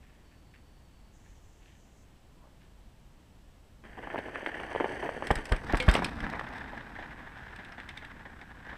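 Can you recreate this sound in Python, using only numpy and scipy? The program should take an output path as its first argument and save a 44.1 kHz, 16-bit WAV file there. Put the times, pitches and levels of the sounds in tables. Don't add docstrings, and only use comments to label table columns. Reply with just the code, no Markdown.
import sys
import numpy as np
from scipy import signal
from scipy.fft import rfft, irfft
from scipy.io import wavfile
from scipy.ndimage import uniform_filter1d

SR = 44100
rng = np.random.default_rng(int(sys.argv[2]) if len(sys.argv) > 2 else 0)


def transcribe(signal):
    frames = np.atleast_2d(signal).T
    limited = np.clip(frames, -1, 1)
    pcm = np.round(limited * 32767).astype(np.int16)
    wavfile.write(sys.argv[1], SR, pcm)


N = 386757
TIME = np.arange(N) / SR

# (time [s], clack level [dB], clack pitch [Hz], jingle level [dB], ring level [dB], ring centre [Hz])
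KNOCKS = [(4.186, -44, 1750, -57, -56, 3500), (4.461, -39, 1860, -66, -47, 3000),
          (5.269, -32, 1900, -44, -52, 5150), (5.31, -35, 1610, -39.5, -33, 3180),
          (5.354, -30, 1890, -41, -42.5, 5150), (5.454, -38, 1900, -46, -48, 5000),
          (5.491, -44, 1800, -57, -56, 5000), (5.52, -24, 1650, -41.5, -34, 3200),
          (5.562, -37, 1750, -50.5, -50, 5400), (5.77, -31, 1700, -39, -44, 4900),
          (5.801, -26, 2300, -47, -45, 3200), (5.824, -30, 1600, -44, -48, 3200),
          (5.886, -20, 1600, -42, -30, 3600), (5.894, -24.5, 1600, -45, -27, 3670),
          (5.912, -38, 1900, -38, -46, 5150), (5.938, -28, 1900, -35, -38, 5400),
          (5.95, -21.5, 1950, -42, -26, 3020), (6.044, -28, 2350, -37.5, -29, 4500),
          (6.203, -31.5, 1650, -56, -50, 4900), (6.393, -34, 1750, -60, -45, 3600),
          (6.777, -40, 1740, -72, -56, 2900), (7.56, -41.5, 1800, -57, -57, 5400),
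          (7.647, -43, 1900, -61, -47.5, 3550), (7.72, -43.5, 1900, -68, -56, 5400),
          (7.799, -40.5, 1900, -68, -49, 3570), (7.889, -35, 1950, -55, -44, 3550),
          (7.973, -37.5, 2010, -55, -43, 3550), (8.048, -43, 1900, -61, -52, 3550),
          (8.413, -43, 1800, -70, -52, 3550)]
# (frequency [Hz], relative level [dB])
FRESH_CRUST = [(600, -16), (1300, -9), (1550, 0), (1750, 3.5), (2150, -4.5), (2550, -11), (3150, -10),
               (3450, -22.5), (3900, -31.5), (5500, -42), (12000, -63)]


def from_db(db):
    return 10 ** (np.asarray(db) / 20)


def rms_one(x):
    return x / np.sqrt(np.mean(x ** 2) + 1e-20)


def add(out, s, sound):
    i = max(0, round(s * SR))
    out[i:i + len(sound)] += sound[:N - i]


def butter(x, order, hz, kind="band"):
    return signal.sosfilt(signal.butter(order, hz, kind, fs=SR, output="sos"), x)


def colour(x, spectrum, size=4096):
    hz, db = np.transpose(spectrum)
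    grid = np.maximum(np.fft.rfftfreq(size, 1 / SR), 1)
    gain = from_db(np.interp(np.log(grid), np.log(hz), db))
    cepstrum = irfft(np.log(gain))
    cepstrum[1:size // 2] *= 2
    cepstrum[size // 2 + 1:] = 0
    response = irfft(np.exp(rfft(cepstrum)))
    return signal.oaconvolve(x, response / np.linalg.norm(response))[:N]


def shifted(spectrum, ratio):
    return [(hz * ratio, db) for hz, db in spectrum]


def drift(per_s):
    knots = rng.standard_normal(N // 20)
    return rms_one(np.interp(TIME * per_s, np.arange(len(knots)), knots))


def wandering(x, spectrum, octaves=0.11):
    place = np.clip(drift(per_s=60), -1, 1)
    return sum(colour(x * np.maximum(0, 1 - abs(place - k)), shifted(spectrum, 2 ** (k * octaves)))
               for k in (-1, 0, 1))


def grains(per_s, spread_db, hiss):
    sizes = from_db(spread_db * np.minimum(rng.exponential(1, N), 4))
    clicks = (rng.random(N) < per_s / SR) * sizes * rng.choice([-1, 1], N)
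    return rms_one(rms_one(clicks) + hiss * rng.standard_normal(N))


def swell(t, rise_s, decay):
    shape = (1 - np.exp(-(t / rise_s) ** 2)) * decay
    return shape / shape.max()


def burst(rise_s, decay_s, tail_db, tail_s):
    t = TIME[:SR // 6]
    decay = np.exp(-t / decay_s) + from_db(tail_db) * np.exp(-t / tail_s)
    return swell(t, rise_s, decay) * rng.standard_normal(len(t))


def ring(t, hz, t60):
    return np.sin(2 * np.pi * hz * t) * from_db(-60 * t / t60)


def forest_air(level_db=-54):
    # (frequency [Hz], relative level [dB])
    hush = [(20, 1.5), (50, 2.5), (100, -6.0), (280, -14.0), (430, -20.0), (900, -22.5), (1350, -28.5),
            (1800, -28.5), (2400, -31.5), (2950, -29.5), (3700, -34), (7200, -39.5), (7950, -35),
            (8700, -42), (12500, -44.5), (15000, -47)]
    return from_db(level_db) * colour(rng.standard_normal(N), hush)


def whines(flutter_db=1.5):
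    # (start [s], end [s], centre [Hz], width [Hz], level [dB])
    rushes = [(1.127, 2.05, 6700, 1800, -75), (2.37, 2.47, 1020, 90, -72.5)]
    out = np.zeros(N)
    for start, end, hz, width, db in rushes:
        gate = uniform_filter1d(1.0 * ((TIME > start) & (TIME < end)), size=900)
        flutter = from_db(flutter_db * drift(per_s=40))
        rush = butter(rng.standard_normal(N), 2, [hz - width / 2, hz + width / 2])
        out += from_db(db) * gate * rms_one(flutter * rush)
    return out


def trill(start_s=0.23, end_s=1.13, pitch_hz=4490, waver_hz=60, pips_per_s=10.1, level_db=-76):
    beat = np.pi * pips_per_s * (TIME - start_s) + .5 * drift(pips_per_s)
    pips = np.sqrt(abs(np.sin(beat))) * (TIME > start_s) * (TIME < end_s)
    hz = pitch_hz + waver_hz * drift(per_s=150)
    return from_db(level_db) * pips * np.sin(2 * np.pi * np.cumsum(hz) / SR)


def far_bike(band_ratio=1.39, frame_hz=1760, frame_width_hz=120, frame_db=2.5):
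    # (time [s], level [dB], centre [Hz], rise [s], decay [s])
    jolts = [(.02, -69.5, 2000, 0.0074, 0.2), (.311, -63, 1930, 0.0016, .022),
             (.538, -58, 2000, 0.0017, .009), (.556, -67, 1900, .002, .024),
             (1.235, -70, 1880, .012, 0.066), (1.58, -66.5, 2370, 0.1, 0.068),
             (2.415, -59.5, 745, .04, 0.025), (2.6, -68, 2350, 0.015, 0.037)]
    out, t = np.zeros(N), TIME[:SR]
    ticks = grains(per_s=220, spread_db=2, hiss=0.65)
    for s, db, hz, rise_s, decay_s in jolts:
        rattle = rms_one(butter(ticks[round(s * SR):][:SR], 2, [hz / band_ratio, hz * band_ratio]))
        add(out, s, from_db(db) * swell(t, rise_s, np.exp(-t / decay_s)) * rattle)
    frame = signal.iirpeak(frame_hz, frame_hz / frame_width_hz, fs=SR)
    return out + from_db(frame_db) * signal.lfilter(*frame, out)


def tree_echo(x, send_db=-17, delay_s=.008, decay_s=0.042):
    t = TIME[:SR // 2]
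    tail = rng.standard_normal(len(t)) * np.exp(-t / decay_s) * (t > delay_s)
    dull_tail = butter(tail / np.linalg.norm(tail), 1, [200, 3500])
    return from_db(send_db) * signal.oaconvolve(x, dull_tail)[:N]


def tread_drumming(band_hz=(136, 293)):
    # (time [s], level [dB])
    fader = [(5.86, -77), (5.93, -38), (6.04, -37.5), (6.15, -52.5), (6.18, -41.5), (6.25, -40.5),
             (6.42, -54), (6.6, -75)]
    times, db = np.transpose(fader)
    level = from_db(np.interp(TIME, times, db)) * (TIME > times[0])
    return level * rms_one(butter(rng.standard_normal(N), 3, band_hz))


def grit(cycles=3.5, gain=2):
    # (time [s], level before gain [dB], pitch [Hz])
    ticks = [(5.7252, -27, 4150), (5.966, -27, 5000), (6.301, -34.5, 4500), (6.399, -39, 4600),
             (6.489, -41, 4400)]
    out = np.zeros(N)
    for s, db, hz in ticks:
        add(out, s, gain * from_db(db) * ring(TIME[:SR // 100], hz, cycles / hz))
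    return out


def brake_disc(knock_s=5.801):
    # (frequency [Hz], level [dB], t60 [s])
    modes = [(506, -31.5, 0.25), (2175, -33.5, 0.24), (2370, -25.5, 0.042), (3150, -40, 0.21),
             (3456, -47, 0.14), (8240, -48, .08)]
    out = np.zeros(N)
    add(out, knock_s, sum(from_db(db) * ring(TIME[:SR // 2], hz, t60) for hz, db, t60 in modes))
    return out


def frame_ring(focus_octaves=0.084, spread_db=1, lag_s=.002, detune=.012, chatter=0.5):
    # (frequency [Hz], relative level [dB], t60 [s])
    modes = [(2900, -3, 0.061), (3210, -2, 0.038), (3540, -2, 0.029), (3699, -6, 0.042), (3960, -3, 0.018),
             (4420, -5.5, 0.051), (4930, -3, 0.05), (5170, 1.5, 0.024), (5420, -6.5, 0.028),
             (5510, -13, 0.076), (7780, -4, 0.036), (8360, 1, 0.033), (10700, -3, 0.028)]
    out, t = np.zeros(N), TIME[:SR // 8]
    for hz, db, t60 in modes:
        mode = np.zeros(N)
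        for s, _, _, _, ring_db, centre_hz in KNOCKS:
            share = 1 / np.hypot(1, np.log2(hz / centre_hz) / focus_octaves)
            strength = from_db(ring_db + db + spread_db * rng.standard_normal()) * rng.choice([-1, 1])
            detuned_hz = hz * (1 + detune * rng.standard_normal())
            add(mode, s + lag_s, share * strength * ring(t, detuned_hz, t60))
        out += mode * (1 + chatter * drift(per_s=400)) / np.hypot(1, chatter)
    return out


def chain_slap(tone_peak_hz=1750, links_per_s=4500, trim_db=-0.74):
    # (frequency [Hz], relative level [dB])
    clack_tone = [(300, -19), (1100, -10), (1750, 4.5), (2300, -1.5), (2800, -6), (3520, -9.5), (4500, -24),
                  (5350, -21), (6800, -37), (15000, -54)]
    jingle_tone = [(1500, -50), (3500, 4.5), (5200, 8.5), (6800, -2), (8300, 11), (9400, -1.5),
                   (10500, 0.5), (12500, -11), (15000, -14)]
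    dull, bright = np.zeros((2, N))
    for s, clack_db, clack_hz, jingle_db, _, _ in KNOCKS:
        clack = from_db(clack_db) * burst(rise_s=0.0016, decay_s=0.0018, tail_db=-21.5, tail_s=0.028)
        add(dull, s, colour(clack, shifted(clack_tone, clack_hz / tone_peak_hz)))
        jingle = from_db(jingle_db) * burst(rise_s=0.0028, decay_s=0.0023, tail_db=-30.5, tail_s=0.026)
        links = rng.random(len(jingle)) < links_per_s / SR
        add(bright, s - .001, jingle * rms_one(links + 0.12))
    return from_db(trim_db) * (dull + colour(bright, jingle_tone))


def wheel_thumps(sag=0.4, sag_s=.015, rise_s=0.0042, thud_db=-11):
    # (time [s], level [dB], mid-sweep pitch [Hz], t60 [s], casing boom level [dB])
    landings = [(5.306, -19.5, 49.7, 0.065, -23.5), (5.362, -26, 34, 0.15, -50),
                (5.516, -15, 46.6, 0.12, -28), (5.733, -18, 44, 0.16, -42), (5.8794, -8.5, 54.7, 0.12, -38),
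                (6.17, -33, 45, .1, -42), (6.225, -28, 38, 0.14, -44)]
    # (frequency [Hz], relative level [dB])
    thud_tone = [(60, -12.5), (160, 3.5), (260, -1.5), (360, -5), (520, -3.5), (1000, -7.5), (1700, -3),
                 (2600, -29), (5000, -52)]
    out, squash = np.zeros((2, N))
    t = TIME[:SR // 3]
    for s, db, hz, t60, boom_db in landings:
        sagging_hz = hz * (1 - sag + 2 * sag * np.exp(-t / sag_s))
        bounce = np.sin(2 * np.pi * np.cumsum(sagging_hz) / SR)
        add(out, s, from_db(db) * swell(t, rise_s, from_db(-60 * t / t60)) * bounce)
        add(out, s + rise_s, from_db(boom_db) * ring(t, hz=144, t60=0.063))
        thud = burst(rise_s=0.0022, decay_s=0.013, tail_db=-12, tail_s=0.023)
        add(squash, s, from_db(db + thud_db) * thud)
    return out + colour(squash, thud_tone)


def grind_db(s):
    # (time [s], level [dB])
    fader = [(3.85, -57), (3.92, -57), (4.01, -51), (4.15, -48.5), (4.26, -48.5), (4.38, -47.5),
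             (4.52, -47), (4.66, -44.5), (5.07, -44), (5.45, -47.5), (5.66, -48), (5.73, -43.5),
             (5.86, -47), (5.94, -39), (6.01, -41.5), (6.14, -48.5), (6.41, -47), (6.75, -51.5),
             (7.65, -54), (8.05, -54), (8.52, -57.5), (8.77, -51.5)]
    return np.interp(s, *np.transpose(fader))


def small_pops(start_s=4.0, end_s=5.3, per_s=36, over_grind_db=9, centre_hz=850, spread_octaves=0.84):
    beats = np.arange(np.ceil((end_s - start_s) * per_s))
    times = start_s + (beats + rng.random(len(beats))) / per_s
    return [(s, grind_db(s) + over_grind_db, centre_hz * 2 ** (spread_octaves * rng.standard_normal()))
            for s in times[times < end_s]]


def snow_pops(width_cycles=0.33, crumble_db=-16, after_s=0.003014, muffle_hz=1520):
    # (time [s], level [dB], pitch [Hz])
    big_pops = [(3.99, -31, 520), (4.036, -34, 900), (4.0737, -24, 1030), (4.103, -24, 1600),
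                (4.1458, -19.5, 650), (4.1591, -19, 860), (4.1886, -20.5, 620), (4.285, -26.5, 730),
                (4.3581, -18, 1550), (4.41, -28, 1300), (4.431, -26.5, 454), (4.4627, -13, 2000),
                (4.473, -23.5, 600), (4.5585, -27, 700), (4.601, -22.5, 1710), (4.72, -27, 820),
                (4.7505, -17, 716), (4.7616, -15.5, 636), (4.8012, -15, 1080), (4.8079, -13.5, 640),
                (4.8443, -13.5, 730), (4.8597, -19.5, 597), (4.903, -26.5, 418), (5.029, -20, 810),
                (5.0921, -17, 760), (5.167, -28, 500), (5.177, -26.5, 603), (5.2247, -17, 815),
                (5.306, -9.5, 760), (5.311, -12, 750), (5.736, -14, 623), (5.739, -13, 293),
                (5.746, -9.5, 1340), (5.9541, -11.5, 835), (5.992, -18.5, 900), (6.0222, -17.5, 860),
                (6.2671, -18, 1350), (6.337, -18, 1200), (6.3955, -19, 1450), (6.412, -19, 1200),
                (6.733, -30.5, 800)]
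    air, crumbs = np.zeros((2, N))
    t = np.arange(-SR // 200, SR // 200) / SR
    pops = big_pops + small_pops()
    after_pops = [(s + after_s * (.5 + rng.random()), db - 10, hz * 0.72) for s, db, hz in pops]
    for s, db, hz in pops + after_pops:
        pulse = np.sin(2 * np.pi * hz * t) * np.exp(-.5 * (hz * t / width_cycles) ** 2)
        add(air, s + t[0], from_db(db) * pulse)
        crumble = burst(rise_s=0.00015, decay_s=0.0011, tail_db=-14.5, tail_s=0.014)
        add(crumbs, s - .001, from_db(db + crumble_db) * crumble)
    return butter(air, 1, muffle_hz, "low") + colour(crumbs, FRESH_CRUST)


def distance_db(s, pass_s=5.895, closest_m=0.47, speed_m_per_s=3.42):
    return -20 * np.log10(np.hypot(1, speed_m_per_s * (s - pass_s) / closest_m))


def tyres(start_s=3.838, hump_s=(5.57, 5.71), clump_db=2.5):
    # (time [s], crunch level [dB], crackle level [dB], decay [s])
    breaks = [(3.972, -43.5, -66, 0.034), (4.03, -46.5, -51, 0.025), (4.068, -41, -52, 0.018),
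              (4.135, -36.5, -58, 0.018), (4.176, -37, -38.5, 0.0082), (4.254, -41, -44.5, 0.011),
              (4.35, -44, -42, 0.022), (4.459, -38, -37, 0.011), (4.54, -49, -36, 0.004),
              (4.8, -35, -40.5, 0.03), (4.84, -41, -39, .01), (5.024, -34, -46, 0.027),
              (5.048, -35, -44, 0.022), (5.303, -24, -29, 0.006), (5.692, -35.5, -35.5, 0.034),
              (5.95, -25, -35, 0.01), (6.236, -38.5, -37, 0.0099), (6.295, -44, -40, .01),
              (6.342, -37, -40, 0.023), (6.463, -45, -41.5, .014), (6.545, -51, -45, 0.03),
              (6.605, -51, -43.5, 0.012), (6.672, -53, -45.5, 0.022), (6.73, -45.5, -49, 0.029),
              (6.772, -47.5, -47, 0.033), (6.95, -49, -44.5, 0.016), (6.985, -42, -42, 0.021),
              (7.022, -44.5, -42, 0.017), (7.105, -50, -45.5, .016), (7.185, -48.5, -48, 0.025),
              (7.265, -49, -49, 0.017), (7.428, -55, -49, 0.0082), (7.478, -52, -46, 0.01),
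              (7.585, -46.5, -43, 0.019), (7.777, -44, -42.5, 0.012), (8.02, -52.5, -47, 0.037),
              (8.25, -45.5, -45, 0.014), (8.41, -50.5, -50, .014), (8.662, -49, -47.5, .014),
              (8.69, -45.5, -43, 0.016), (8.725, -45, -46.5, 0.011)]
    # (frequency [Hz], relative level [dB])
    fresh_crunch = [(120, -13), (170, -3), (220, -7), (280, 3), (430, 2), (600, -0.5), (820, 0), (1050, -5),
                    (1350, -16), (2500, -33), (5000, -48.5)]
    fresh_spray = [(2500, -3.5), (4000, -8), (4550, 7), (5150, -5.5), (6100, 2.5), (7100, -14), (8250, 2.5),
                   (9400, -9), (10400, -4.5), (12000, -33), (15000, -20)]
    track_crunch = [(120, -11), (230, -1.5), (400, -5.5), (600, -4.5), (800, 0), (1000, -1), (1300, -5.5),
                    (2500, -13), (5000, -66.5)]
    track_crust = [(600, -28.5), (1250, -4.5), (1500, 3), (1680, 6), (1950, -0.5), (2200, -7.5),
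                   (2600, -11), (3600, -15), (4300, -26.5), (5300, -32), (6500, -36), (12000, -57)]
    track_spray = [(2500, -15), (3700, 8.5), (4400, 0.5), (5200, 3.5), (7000, -15), (8200, -4), (9300, -17),
                   (10400, -10), (12000, -25), (15000, -17)]
    ground_tone = [(25, 1), (55, 7), (90, 1.5), (130, -0.5), (180, -3), (250, -1), (330, -8), (450, -26.5),
                   (900, -55)]
    grind, distance = grind_db(TIME), distance_db(TIME)
    clumps = rms_one(from_db(clump_db * drift(per_s=115)))
    crunch = from_db(grind + 2 + 0.17 * distance) * clumps * grains(per_s=800, spread_db=3, hiss=0.79)
    crackle = from_db(grind - 4 - 0.15 * distance) * clumps * grains(per_s=700, spread_db=2, hiss=0.67)
    spray = from_db(grind - 13.5 + 0.39 * distance) * clumps * grains(per_s=700, spread_db=4, hiss=0.6)
    on_track = np.interp(TIME, hump_s, [0, 1])
    rumble_db = -42.5 + 0.62 * distance + 3 * on_track
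    rumble = from_db(rumble_db) * colour(rng.standard_normal(N), ground_tone)
    for s, crunch_db, crackle_db, decay_s in breaks:
        rush = burst(rise_s=0.0031, decay_s=decay_s, tail_db=-19, tail_s=0.049)
        add(crunch, s, from_db(crunch_db) * rush)
        add(crackle, s, from_db(crackle_db) * rush)
    fresh = wandering(crunch, fresh_crunch) + colour(crackle, FRESH_CRUST) + colour(spray, fresh_spray)
    track = colour(crunch, track_crunch) + colour(crackle, track_crust) + colour(spray, track_spray)
    snow = from_db(1) * (1 - on_track) * fresh + from_db(1.5) * on_track * track
    return (snow + rumble) * (TIME > start_s)


def scene():
    bike = tyres() + snow_pops() + wheel_thumps()
    bike += chain_slap() + frame_ring() + brake_disc() + grit() + tread_drumming()
    background = forest_air() + whines() + trill() + far_bike()
    return (background + bike + tree_echo(bike))[None]


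def record(dry, low_cut_hz=14, high_cut_hz=15400):
    high_cut = signal.ellip(10, .2, 80, high_cut_hz, fs=SR, output="sos")
    return signal.sosfilt(high_cut, butter(dry, 1, low_cut_hz, "high"))


dry = scene()
out = record(dry)
transcribe(out)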